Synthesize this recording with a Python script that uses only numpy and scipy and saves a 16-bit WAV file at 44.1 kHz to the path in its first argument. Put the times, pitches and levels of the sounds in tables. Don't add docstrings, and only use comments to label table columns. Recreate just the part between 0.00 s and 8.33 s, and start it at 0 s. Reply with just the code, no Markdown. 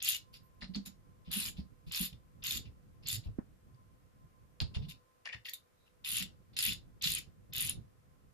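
import sys
import numpy as np
from scipy import signal
from scipy.fft import rfft, irfft, next_fast_len
from scipy.io import wavfile
from scipy.ndimage import uniform_filter1d

SR = 44100
rng = np.random.default_rng(int(sys.argv[2]) if len(sys.argv) > 2 else 0)


def generate_wav(signal):
    frames = np.transpose(np.atleast_2d(signal))
    scaled = np.clip(frames, -1, 1) * 32767
    pcm = np.round(scaled).astype(np.int16)
    wavfile.write(sys.argv[1], SR, pcm)


def volts_from_decibels(level):
    exponent = np.asarray(level, float) / 20
    return 10 ** exponent


N = 367353


def evened(x):
    return x / np.sqrt(np.mean(x ** 2) + 1e-20)


def drifting(noise, steps):
    return evened(uniform_filter1d(uniform_filter1d(noise, steps), steps))


def read(points, hz):
    f, value = np.transpose(points)
    return np.interp(np.log(hz + 1), np.log(f + 1), value)


def band_filter(order, edges_hz, kind):
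    return signal.butter(order, edges_hz, kind, fs=SR, output="sos")


def ring(modes, chance):
    t = np.arange(2000) / SR
    hz, width, db = np.transpose(modes)[:, :, None]
    detune, phase = chance[:, :len(modes), None]
    hz = hz + width * (detune - 0.5)
    sines = np.sin(2 * np.pi * (hz * t + phase))
    out = (volts_from_decibels(db) * np.exp(-np.pi * width * t) * sines).sum(0)
    return out * np.minimum(t / 0.00015, 1) / np.linalg.norm(out)


def resonate(x, hz, width):
    turn = np.exp(2j * np.pi * np.cumsum(hz * np.ones(x.shape[-1])) / SR)
    r = np.exp(-np.pi * width / SR)
    return 2 * (turn * signal.lfilter([1 - r], [1, -r], x / turn)).real


def resonate_twice(x, hz, width):
    return resonate(resonate(x, hz, width), hz, width)


def add(mix, s, sound, pan_db):
    part = mix[:, round(s * SR):][:, :sound.shape[-1]]
    part += (sound * volts_from_decibels([[pan_db / 2], [-pan_db / 2]]))[:, :part.shape[1]]


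def hits(table, bodies, gain_db, burst_s, alike):
    out, u = np.zeros((2, N)), np.arange(400) / SR / burst_s
    for (s, db, *_), body, noise in zip(table, bodies, rng.standard_normal((200, 3, 400))):
        bounces = alike * noise[0] + np.sqrt(1 - alike ** 2) * noise[1:]
        sound = signal.fftconvolve(bounces * u * np.exp(-u), body[None], axes=1)
        peak = np.sqrt(uniform_filter1d(sound ** 2, 40).max(1, keepdims=True))
        add(out, s, volts_from_decibels(db + gain_db) * sound / peak, 0)
    return out


def rattle(modes, per_s, spread_db):
    size = volts_from_decibels(spread_db * np.minimum(rng.exponential(1, N), 4))
    size = size * (rng.random(N) < per_s / SR)
    spot = rng.integers(0, 4, N)
    out = np.zeros((2, N))
    for k in range(4):
        ears = [ring(modes, rng.random((2, 12))) for ear in "LR"]
        out += signal.oaconvolve((size * (spot == k))[None], ears, axes=1)[:, :N]
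    return evened(out)


# (frequency [Hz], density [dB per Hz])
AIR = [(120, -43), (200, -11.5), (500, -6.5), (860, -14.5), (1300, -11.5), (3800, -22.5), (14400, -24.5),
       (15500, -46)]
# (frequency [Hz], width [Hz], level [dB])
WHINE = [(1037, 30), (499, 14, -80.5)]
# (time [s], level [dB])
WHINE_SWELL = [(0, -73), (3.0, -81), (3.6, -85), (3.8, -71), (4.0, -83.5), (4.2, -75), (5.2, -77.5),
               (5.4, -82.5), (8.33, -82.5)]


def air():
    hz, t = np.fft.rfftfreq(N, 1 / SR), np.arange(N) / SR
    hiss = evened(irfft(rfft(rng.standard_normal((2, N))) * volts_from_decibels(read(AIR, hz)), N))
    noise = rng.standard_normal((2, N))
    (whine_hz, whine_width), (hum_hz, hum_width, hum_db) = WHINE
    steady = np.sin(2 * np.pi * (whine_hz * t + rng.random((2, 1))))
    wavering = evened(resonate_twice(noise, whine_hz, whine_width))
    swell_db = np.interp(t, *np.transpose(WHINE_SWELL)) + drifting(noise[0], 3000) + 0.5
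    whine = evened(steady + 0.45 * wavering) * volts_from_decibels(swell_db)
    hum = volts_from_decibels(hum_db) * evened(resonate(noise, hum_hz, hum_width))
    return volts_from_decibels(-75) * hiss + whine + hum


# (frequency [Hz], 60 dB decay time [s])
ROOM = [(100, 0.076), (800, 0.3), (2000, 0.16), (5500, 0.19), (14000, 0.1)]


def room(x):
    out, turn = np.zeros((2, N)), 2 * np.pi * 7.3 * np.arange(N) / SR
    for k in range(3):
        taps = np.zeros((2, SR // 2))
        at = np.arange(80, SR // 2 - 12, 12) + rng.integers(0, 12, (2, (SR // 2 - 81) // 12))
        np.put_along_axis(taps, at, rng.choice([-1., 1.], at.shape), 1)
        hz, t, z = signal.stft(taps, SR, nperseg=128)
        tail = signal.istft(z * volts_from_decibels(-60 * t / read(ROOM, hz)[:, None]), SR, nperseg=128)[1]
        fed = x.mean(0) * np.sqrt(2 / 3) * np.cos(turn + k * np.pi / 3)
        out += signal.oaconvolve(fed[None], tail / np.linalg.norm(tail[0]), axes=1)[:, :N]
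    return out


# (frequency [Hz], left over right [dB])
LEAN = [(1000, 4.5), (2800, 5), (4500, -2), (7000, -4), (10000, 0.5), (14000, -0.5)]


def leaning(x):
    size = next_fast_len(N)
    lean_db = read(LEAN, np.fft.rfftfreq(size, 1 / SR)) / 2
    return irfft(rfft(x, size) * volts_from_decibels([lean_db, -lean_db]), size)[:, :N]


# (time [s], level [dB])
GRIP = [
    (0, -58),
    (3.5, -56),
    (4.55, -59.5),
    (4.9, -52.5),
    (5.05, -71),
    (6.0, -71.5),
    (6.55, -53.5),
    (8.33, -60),
]
# (time [s], level [dB])
SHOVES = [
    (1.451, -45),
    (2.55, -42),
    (3.102, -46.5),
    (4.719, -48),
    (6.201, -45.5),
    (6.697, -42.5),
    (7.101, -42),
    (7.648, -42.5),
]


def shake():
    noise, t = rng.standard_normal((3, N)), np.arange(N) / SR
    lumps = volts_from_decibels(2 * drifting(noise[2], 1500))
    rumble = resonate(resonate(noise[:2], 110, 150), 39, 140)
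    rumble = signal.sosfilt(band_filter(3, 25, "high"), rumble)
    rise_db_per_s, fade_db_per_s = 82, 58.5
    shoves = [db - np.maximum(fade_db_per_s * (t - s), rise_db_per_s * (s - t)) for s, db in SHOVES]
    level_db = np.max([np.interp(t, *np.transpose(GRIP)), *shoves], axis=0)
    return volts_from_decibels(level_db - 5 + np.array([[-1.2], [1.2]])) * evened(rumble * lumps)


# (start [s], length [s], from [Hz], to [Hz], level [dB])
SQUEAKS = [
    (0.305, 0.11, 12000, 11300, -75.5),
    (0.412, 0.094, 13000, 11500, -74),
    (0.531, 0.031, 13000, 12000, -83.5),
    (5.709, 0.25, 3890, 3850, -80.5),
]


def squeaks():
    out = np.zeros((2, N))
    for s, length, from_hz, to_hz, db in SQUEAKS:
        n = round(length * SR)
        noise = rng.standard_normal((2, SR // 4))[:, :n]
        tone = evened(resonate(noise, np.linspace(from_hz, to_hz, n), 180))
        add(out, s, volts_from_decibels(db) * tone * np.hanning(n), 0)
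    return out


# (time [s], peak [dB], ring [Hz], slow sway [dB])
THUMPS = [(0.616, -47, 184, -2), (0.687, -48, 185, -5), (0.75, -37.5, 199.3, -8.5),
          (0.863, -51, 189.6, -8.5), (1.268, -46, 163, -1), (1.354, -41, 202.5, -28.5),
          (1.578, -41.5, 181, 3), (1.862, -48, 132, -2), (1.999, -39, 181, -7), (2.121, -48.5, 120.6, -0.5),
          (2.657, -48.5, 67.7, 2.5), (3.04, -52, 126, -12), (3.124, -42, 104, -8), (3.165, -46.5, 118, -22),
          (3.252, -38, 49, -19), (3.273, -42, 106.3, -21), (3.726, -58.5, 119.2, -8),
          (4.607, -30.5, 90.3, -12), (4.758, -33, 69.4, -6), (4.805, -41, 143, -3.5),
          (4.858, -49, 149, -1.5), (5.343, -54.5, 111.5, -3), (6.115, -52.5, 113, -15),
          (6.199, -48, 190, -17), (6.666, -44.5, 172.3, -3.5), (7.051, -46.5, 175, -19),
          (7.562, -50, 120, -26), (7.63, -51, 119, -14.5), (7.765, -42, 109.5, -7)]
# (time [s], peak [dB], ring [Hz], slow sway [dB], 60 dB decay time [s], sharpness [dB])
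BREAK = [
    (3.3855, -27, 202.4, -1, 0.023, -25),
]


def thumps():
    out, t = np.zeros((2, N)), np.arange(SR // 4) / SR
    stand_t60_s, stand_sharp_db = 0.19, -30
    table = [(*row, stand_t60_s, stand_sharp_db) for row in THUMPS] + BREAK
    dull = band_filter(3, [200, 800], "band")
    knock_shape = np.exp(-t / 0.011) * (1 - np.exp(-(t / 0.0037) ** 2))
    chances, noises = rng.random((len(table), 2, 1)), rng.standard_normal((len(table), 2, len(t)))
    for (s, db, hz, sway_db, t60, sharp_db), chance, noise in zip(table, chances, noises):
        boom = np.sin(2 * np.pi * (hz * t + 0.4 * chance))
        sway_hz = 42 + 30 * chance.mean()
        sway = volts_from_decibels(sway_db) * np.sin(2 * np.pi * (sway_hz * t + chance[::-1]))
        judder = 0.84 * evened(resonate_twice(noise, hz, 70))
        shape = (1 - np.exp(-(t / (0.054 * t60)) ** 2)) * volts_from_decibels(-60 * t / t60)
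        knock = evened(signal.sosfilt(dull, noise)) * knock_shape
        add(out, s, volts_from_decibels(db + 6.5) * ((boom + sway + judder) * shape + volts_from_decibels(sharp_db) * knock), -3.5)
    return out


RAP_LOW_HZ, RAP_HIGH_HZ = 447.7, 1920
# (time [s], peak [dB])
RAPS = [
    (0.619, -52),
    (0.749, -57),
    (0.861, -63),
    (3.384, -59),
    (4.602, -52),
    (4.747, -56.5),
    (5.256, -52.5),
    (5.291, -60),
    (5.332, -55),
    (5.455, -64),
]


def raps():
    out, t = np.zeros((2, N)), np.arange(3000) / SR
    hollow = band_filter(5, [RAP_LOW_HZ, RAP_HIGH_HZ], "band")
    shape = np.exp(-t / 0.023) * np.minimum(t / 0.00043, 1)
    for s, db in RAPS:
        knock = evened(signal.sosfilt(hollow, rng.standard_normal((2, len(t)))))
        add(out, s, volts_from_decibels(db) * knock * shape, 2.5)
    return out


# (time [s], socket rattle [dB], most excited ring [Hz], pawl chatter share [dB])
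FIRST_SWINGS = [
    [(0.016, -49.5, 3660, -2), (0.082, -37, 3570, 0), (0.164, -47, 3800, 2), (0.175, -61, 3800, 1)],
    [(1.304, -54, 3300, -10), (1.326, -42, 3340, 5.5), (1.434, -46.5, 3720, 6), (1.488, -47.5, 3640, 5.5),
     (1.5, -51, 3730, 1)],
    [(1.91, -49, 3800, -4), (1.918, -49, 3970, -1), (1.958, -43, 4130, 1), (2.012, -45, 3620, 6),
     (2.058, -46.5, 4030, 6), (2.08, -59, 4000, 5)],
    [(2.422, -58, 3140, -4), (2.43, -51.5, 3170, -3), (2.446, -43.5, 3240, -6), (2.486, -44.5, 4270, -3),
     (2.538, -42.5, 3620, -5.5), (2.58, -44.5, 3910, -2.5)],
    [(3.053, -69, 4490, -4), (3.061, -48, 4350, -12), (3.097, -44.5, 3830, 1), (3.165, -47.5, 4630, 5)],
]
SECOND_SWINGS = [
    [(6.041, -51, 3100, -6.5), (6.043, -48, 3050, 2), (6.101, -44.5, 3320, 4.5), (6.187, -43, 3060, 6),
     (6.229, -47, 3560, -6.5), (6.24, -51, 3580, 7)],
    [(6.565, -39, 3970, -6), (6.601, -40.5, 4080, 1), (6.629, -37.5, 3620, 1), (6.667, -38, 3400, -6),
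     (6.731, -45, 3800, 0.5), (6.735, -45, 3850, 11)],
    [(7.011, -51, 3920, -2.5), (7.037, -38, 3980, -10), (7.069, -37.5, 3700, -3),
     (7.139, -47.5, 4230, -1.5), (7.179, -42.5, 3060, -16.5), (7.19, -45.5, 3100, 5.5)],
    [(7.524, -54, 3620, -5.5), (7.532, -48.5, 3640, -5), (7.616, -41.5, 3270, 3.5), (7.674, -48, 3640, 3),
     (7.694, -44, 3440, -17), (7.72, -50.5, 3300, -13)],
]
# (start [s], length [s], rattle [dB], most excited ring [Hz], pawl chatter share [dB])
NUDGES = [(.0, 0.014, -53.5, 4180, -46), (0.328, 0.048, -57.5, 5000, -7), (0.608, 0.043, -49.5, 4000, -13),
          (0.736, 0.044, -53, 4400, -16), (0.852, 0.031, -51.5, 3830, 4), (1.248, 0.078, -67, 3380, -22),
          (1.562, 0.046, -58, 4700, -13.5), (1.863, 0.051, -62.5, 3600, -4.5),
          (2.125, 0.013, -61.5, 3440, -9), (2.642, 0.045, -65.5, 3200, -18),
          (3.025, 0.028, -62.5, 4100, -15), (3.227, 0.052, -67.5, 3920, -8),
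          (4.607, 0.02, -45.5, 4240, -7.5), (4.739, 0.033, -49, 3330, -10),
          (4.813, 0.046, -62.5, 3600, -25), (4.883, 0.04, -51.5, 3610, -2.5),
          (5.249, 0.033, -42.5, 1920, -19.5), (5.285, 0.015, -40, 1920, -34),
          (5.321, 0.028, -41.5, 2290, -19.5), (5.447, 0.031, -48, 4200, -12),
          (5.482, 0.011, -41, 2070, -10), (5.532, 0.012, -46, 3630, 5), (5.858, 0.024, -68.5, 2400, -13),
          (6.528, 0.036, -67.5, 3780, -15)]


def motions():
    start_db, end_db = -13, -5.5
    nudges = [[(s, db + start_db, hz, share_db),
               (s + length * 0.27, db, hz, share_db),
               (s + length, db + end_db, hz, share_db)] for s, length, db, hz, share_db in NUDGES]
    return sorted(FIRST_SWINGS + SECOND_SWINGS + nudges, key=lambda rows: rows[0][0])


# (frequency [Hz], width [Hz], level [dB])
SOCKET = [(1850, 340, -11), (2133, 340, -3), (2400, 220, -6), (2650, 200, -1), (3000, 250, 3.5),
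          (3380, 280, 1), (3620, 99, -6), (4000, 190, -3.5), (4467, 230, 2.5), (4700, 440, 4.5),
          (5030, 420, 5), (5383, 450, 1)]


def socket_rattle(level):
    socket = rattle(SOCKET, 1500, 3.1)
    hz = np.interp(np.arange(N) / SR, *np.concatenate(motions())[:, [0, 2]].T)
    rocking = drifting(rng.standard_normal(N), round(0.015 * SR))
    loose = np.clip((hz - 1800) / 1300, 0.1, 1)
    hz = hz * (1 + 0.15 * rocking * loose)
    socket = resonate_twice(socket, hz, 1300) + 1.064 * loose * socket
    return volts_from_decibels(-0.5) * level * signal.sosfilt(band_filter(6, 5900, "low"), socket)


def casting_murmur(level):
    hollow = band_filter(2, [2 * RAP_LOW_HZ, RAP_HIGH_HZ], "band")
    return evened(signal.sosfilt(hollow, rng.standard_normal((2, N)))) * level


# (frequency [Hz], width [Hz], level [dB])
PAWL_LOW = [(6780, 400, -3.5), (7166, 860, 0.5)]
PAWL_MID = [(9240, 540, -8), (10393, 410, 0), (10690, 830, -2)]
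PAWL_HIGH = [(12000, 500, -4.5), (13170, 470, -1.5), (14060, 700, -12.5)]


def pawl_chatter(level, seat):
    rings = zip(seat, (-6, -3, -4), (PAWL_LOW, PAWL_MID, PAWL_HIGH))
    pawl = sum(share * volts_from_decibels(db) * rattle(modes, 2500, 3.8) for share, db, modes in rings)
    return volts_from_decibels(-2.5) * level * pawl


# (pawl's low ring [dB], pawl's high ring [dB], rattle passed into the casting [dB])
PAWL_SEAT = [(1.5, 0.5, -40), (-6, -2, -14.5), (-4, 1, -17), (6, 6.5, -19), (0.5, 1, -28), (-4, -2, -20.5),
             (-3, -5.5, -32), (4.5, 2.5, -27.5), (-3, -0.5, -23)]


def moves():
    t = np.arange(N) / SR
    level, seat, passed = np.zeros((2, N)), np.ones((3, N)), np.zeros(N)
    for rows in motions():
        s, db, _, share_db = np.transpose(rows)
        span = slice(round(s[0] * SR), round(s[-1] * SR))
        level[:, span] = volts_from_decibels([np.interp(t[span], s, v) for v in (db, db + share_db)])
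    drops = np.transpose(FIRST_TEETH + SECOND_TEETH)[0]
    for rows, (low_db, high_db, casting_db) in zip(FIRST_SWINGS + SECOND_SWINGS, PAWL_SEAT):
        start, end = round(rows[0][0] * SR), round(rows[-1][0] * SR)
        first_tooth_s = drops[drops > rows[0][0]][0]
        level[1, start:round(first_tooth_s * SR)] = 0
        seat[:, start:end] = volts_from_decibels([[low_db], [0], [high_db]])
        passed[start:end] = volts_from_decibels(casting_db)
    socket_level, pawl_level = uniform_filter1d(level, 60, origin=29)
    rattling = socket_rattle(socket_level)
    casting = casting_murmur(socket_level * passed)
    return rattling + pawl_chatter(pawl_level, seat), casting


# (time [s], peak [dB], most excited ring [Hz])
CLACKS = [(0.0197, -37, 3620.0), (0.0763, -28, 3200), (0.1214, -34.5, 3900), (0.1306, -41, 4060),
          (0.1538, -39.5, 2940), (0.7465, -34, 4470), (0.7531, -35.5, 4370.0), (1.311, -43, 3555),
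          (1.3276, -40, 3030), (1.3483, -39, 3400), (1.3844, -37, 3660), (1.3979, -45, 4270),
          (1.4537, -34, 4940), (1.4795, -39, 3300), (1.9474, -30.5, 5200), (1.9653, -41, 4730),
          (2.0182, -39, 4500.0), (2.0361, -49, 3500), (2.0525, -40, 5000), (2.4489, -40, 3030),
          (2.5077, -24, 3680), (2.5707, -37, 3660.0), (3.0629, -37, 4630.0), (3.0847, -40, 3350),
          (3.1007, -32, 3530), (3.1544, -40, 4930.0), (4.6027, -36, 4700), (4.6108, -41.5, 4540.0),
          (4.7477, -42, 3450.0), (5.2562, -44, 2900), (5.2731, -32, 1870.0), (5.289, -38, 1940),
          (5.4564, -43, 1950), (5.4854, -36, 3300), (5.534, -39, 3490.0), (6.0842, -47, 3530.0),
          (6.1425, -38, 3420), (6.1544, -35, 3000), (6.1736, -34.5, 2640), (6.1959, -37.5, 3360),
          (6.2245, -34.5, 3450), (6.5662, -37, 3630), (6.5944, -37, 5040), (6.6511, -36, 3620.0),
          (6.7063, -33.5, 3660), (6.7218, -30.5, 3470.0), (7.0226, -42.5, 3650), (7.0394, -35, 4520.0),
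          (7.046, -33, 4370), (7.0722, -25.5, 3420.0), (7.103, -37.5, 4570), (7.1206, -31, 4020),
          (7.1478, -41, 3500), (7.1722, -35.5, 3020), (7.5333, -50.5, 3380.0), (7.5771, -42.5, 4000),
          (7.6283, -36.5, 3600.0), (7.6503, -45, 2910.0), (7.6646, -45, 3380.0), (7.6893, -37, 3000),
          (.34, -46.5, 4760), (0.6198, -44.5, 1800), (.6233, -46.5, 2120), (0.627, -41, 3960),
          (.633, -57, 4300), (3.745, -67.5, 4860), (0.76, -40, 5400), (.858, -49.5, 3900),
          (5.262, -37.5, 1900), (5.268, -51, 2520), (5.295, -41, 2240), (5.302, -50, 1850),
          (5.325, -53, 2320), (5.331, -36, 1850), (5.335, -49, 1820), (5.341, -56, 2400),
          (5.344, -42, 1850), (5.452, -45, 4200), (5.481, -41, 1920), (5.49, -38.5, 1950),
          (5.492, -39, 4900), (5.529, -52, 4000)]
# (time [s], peak [dB])
SNAPS = [
    (1.9478, -37),
    (4.6028, -27),
    (5.2562, -41),
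    (6.5659, -37),
    (7.0396, -27),
]
# (frequency [Hz], width [Hz], level [dB])
SNAP = [(2900, 1900, -15), (4550, 5000, 0.5)]


def clacks():
    table, bodies = CLACKS, []
    for (_, _, hz), chance in zip(table, rng.random((200, 2, 12))):
        body = ring(SOCKET, chance)
        favoured = resonate(resonate(body, hz, 0.21 * hz), hz, 0.11 * hz)
        bodies.append(evened(favoured) + 0.074 * hz / 1000 * evened(body))
    clicks = [resonate_twice(ring(SNAP, rng.random((2, 12))), 4600, 2200) for _ in SNAPS]
    snaps = hits(SNAPS, clicks, -0.1, 0.00015, 0.9)
    return hits(table, bodies, -3.1, 0.00045, 0.7) + snaps


# (time [s], peak [dB], low over middle ring [dB], high over middle ring [dB])
FIRST_TEETH = [(0.0256, -28.5, 2, 4.5), (0.035, -35, 7, 3.5), (0.047, -27, 4.5, 10.5),
               (0.0552, -32, 7.5, -2), (0.077, -33, 1.5, -5), (0.0879, -18, -9.5, 6.5),
               (0.097, -24, -3.5, -6.5), (0.1042, -29, 1.5, 7), (0.1209, -30, 6, 2.5),
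               (0.147, -33, 16.5, 7.5), (0.1658, -38.5, 4, 15.5), (0.759, -44.5, 25, -11),
               (1.3148, -35.5, -9.5, 2), (1.339, -33, -21, -4.5), (1.3575, -36, -18.5, -12),
               (1.369, -26.5, -25.5, -13.5), (1.3894, -32, -16.5, -14.5), (1.4029, -26.5, -25, -14.5),
               (1.422, -38, 3, -17), (1.461, -34.5, 15, -10), (1.4871, -37, 8.5, 2),
               (1.9209, -34.5, 5.5, 7.5), (1.959, -32.5, 18, 17), (1.994, -31.5, -10, -7),
               (2.012, -28, -19, 3), (2.028, -31.5, -21, -24), (2.0564, -34, -11, 1), (2.4384, -37, 7.5, 5),
               (2.551, -41, 2, -5), (2.4677, -30.5, 3, 5), (2.4854, -38, 3, -3), (2.5094, -33, -11, -4),
               (2.5212, -31, 5.5, 3.0), (2.5713, -34, 2, 3.5), (3.0722, -34.5, 18, 10),
               (3.0851, -26.5, 3, 3.5), (3.115, -31, -14, -7), (3.128, -29, -2, -10), (3.1382, -39, 0, -13),
               (4.899, -51, 2, -3)]
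SECOND_TEETH = [(5.465, -47.5, 5, 12), (5.4951, -38, 4, 9), (5.5357, -35.5, 2, 14), (5.542, -46, -5, 6.0),
                (6.0453, -52, -13.5, -2.5), (6.0726, -39.5, -12, 4), (6.0893, -30, -19, -8),
                (6.104, -34, -12.5, -5.5), (6.1166, -28, -19, -11), (6.1335, -31.5, -20.5, -14.5),
                (6.1677, -25, -15, -14), (6.1734, -42, -11.0, -10.0), (6.184, -32, -2, -9),
                (6.2254, -32.5, -1.5, -2.5), (6.568, -42.5, -2, -5.5), (6.589, -24, -8.5, -14.5),
                (6.6063, -32, -8, -11), (6.6257, -25, -18.5, 0.5), (6.6376, -26, -16, -2.5),
                (6.6507, -22.5, -16, 5.5), (6.664, -26, -8, -12), (6.6755, -30, -7.5, 8),
                (6.6847, -30, -9, 0.5), (6.6964, -35.5, 0, 1.5), (6.732, -37.5, 7, 8.5),
                (7.023, -32.5, 3, -3), (7.04, -32, 8, 6.5), (7.069, -38, 1.5, 4.5), (7.1033, -27, -0.5, 6),
                (7.1186, -26, -6, -6), (7.137, -30, -10.5, 0.5), (7.1497, -24.5, -7.5, -13.5),
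                (7.1835, -37.5, -9, -4), (7.535, -36, 2.5, 6.5), (7.5565, -38, -5, 14),
                (7.5645, -29, 7.5, 17.5), (7.581, -29.5, 2.5, 12), (7.6061, -23, -16, -7.5),
                (7.6113, -29.5, -12, 3.5), (7.6236, -27.5, -21, -7), (7.6487, -30, -11.5, -10),
                (7.665, -33, -6.0, -8), (7.673, -34.5, -1.5, -5), (7.695, -22, -13.5, -8)]


def ticks():
    s, db, low_db, high_db = np.transpose(FIRST_TEETH + SECOND_TEETH)
    mid_db = db - 10 * np.log10(1 + volts_from_decibels(2 * low_db) + volts_from_decibels(2 * high_db))
    out, chances = np.zeros((2, N)), rng.random((200, 3, 2, 12))
    groups = ((mid_db + low_db, PAWL_LOW), (mid_db, PAWL_MID), (mid_db + high_db, PAWL_HIGH))
    for k, (part_db, modes) in enumerate(groups):
        bodies = [ring(modes, chance) for chance in chances[:len(s), k]]
        out += hits(zip(s, part_db), bodies, -1.6, 0.00054, 0.72)
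    return out


def scene():
    teeth, knocks, (rattling, casting) = ticks(), clacks(), moves()
    thin = band_filter(2, 1400, "high")
    teeth, loose_steel = signal.sosfilt(thin, [teeth, knocks + rattling])
    blows = thumps()
    wet = room(volts_from_decibels(-4) * teeth + volts_from_decibels(-2.5) * loose_steel + volts_from_decibels(-15.5) * blows)
    near = leaning(teeth + loose_steel + wet)
    return near + blows + shake() + air() + squeaks() + raps() + casting


# (from [s], to [s], band from [Hz])
LOW_GAPS = [(.03, .13, 300), (2.045, 2.085, 680), (2.465, 2.505, 550), (2.53, 2.585, 580),
            (3.14, 3.175, 750), (6.115, 6.195, 520), (6.68, 6.74, 550), (7.052, 7.118, 550),
            (7.162, 7.197, 580)]
# (from [s], to [s], band from [Hz])
HIGH_GAPS = [(.605, .685, 10200), (1.905, 1.919, 8500), (4.616, 4.675, 11500), (4.735, 4.795, 11300),
             (5.24, 5.365, 10800), (6.553, 6.564, 5600), (7.004, 7.021, 6200), (7.515, 7.533, 6200)]


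def with_gaps(dry):
    out, pad = dry.copy(), 600
    gaps = [(*row, 960) for row in LOW_GAPS] + [(*row, 17000) for row in HIGH_GAPS]
    for start, end, low_hz, high_hz in gaps:
        margin = round(2e5 / low_hz)
        a, b = round(start * SR) - margin, round(end * SR) + margin
        band = signal.sosfiltfilt(band_filter(5, [low_hz, high_hz], "band"), dry[:, a - pad:b + pad])
        out[:, a:b] -= band[:, pad:-pad] * signal.windows.tukey(b - a, 0.25)
    return out


def band_limit(x):
    return signal.sosfilt(signal.butter(12, 15800, fs=SR, output="sos"), x)


def record(dry):
    edge = signal.firwin(181, 14750, window=("kaiser", 3.5), fs=SR)
    mix = signal.oaconvolve(with_gaps(dry), edge[None], "same")
    return band_limit(mix)


dry = scene()
out = record(dry)
generate_wav(out)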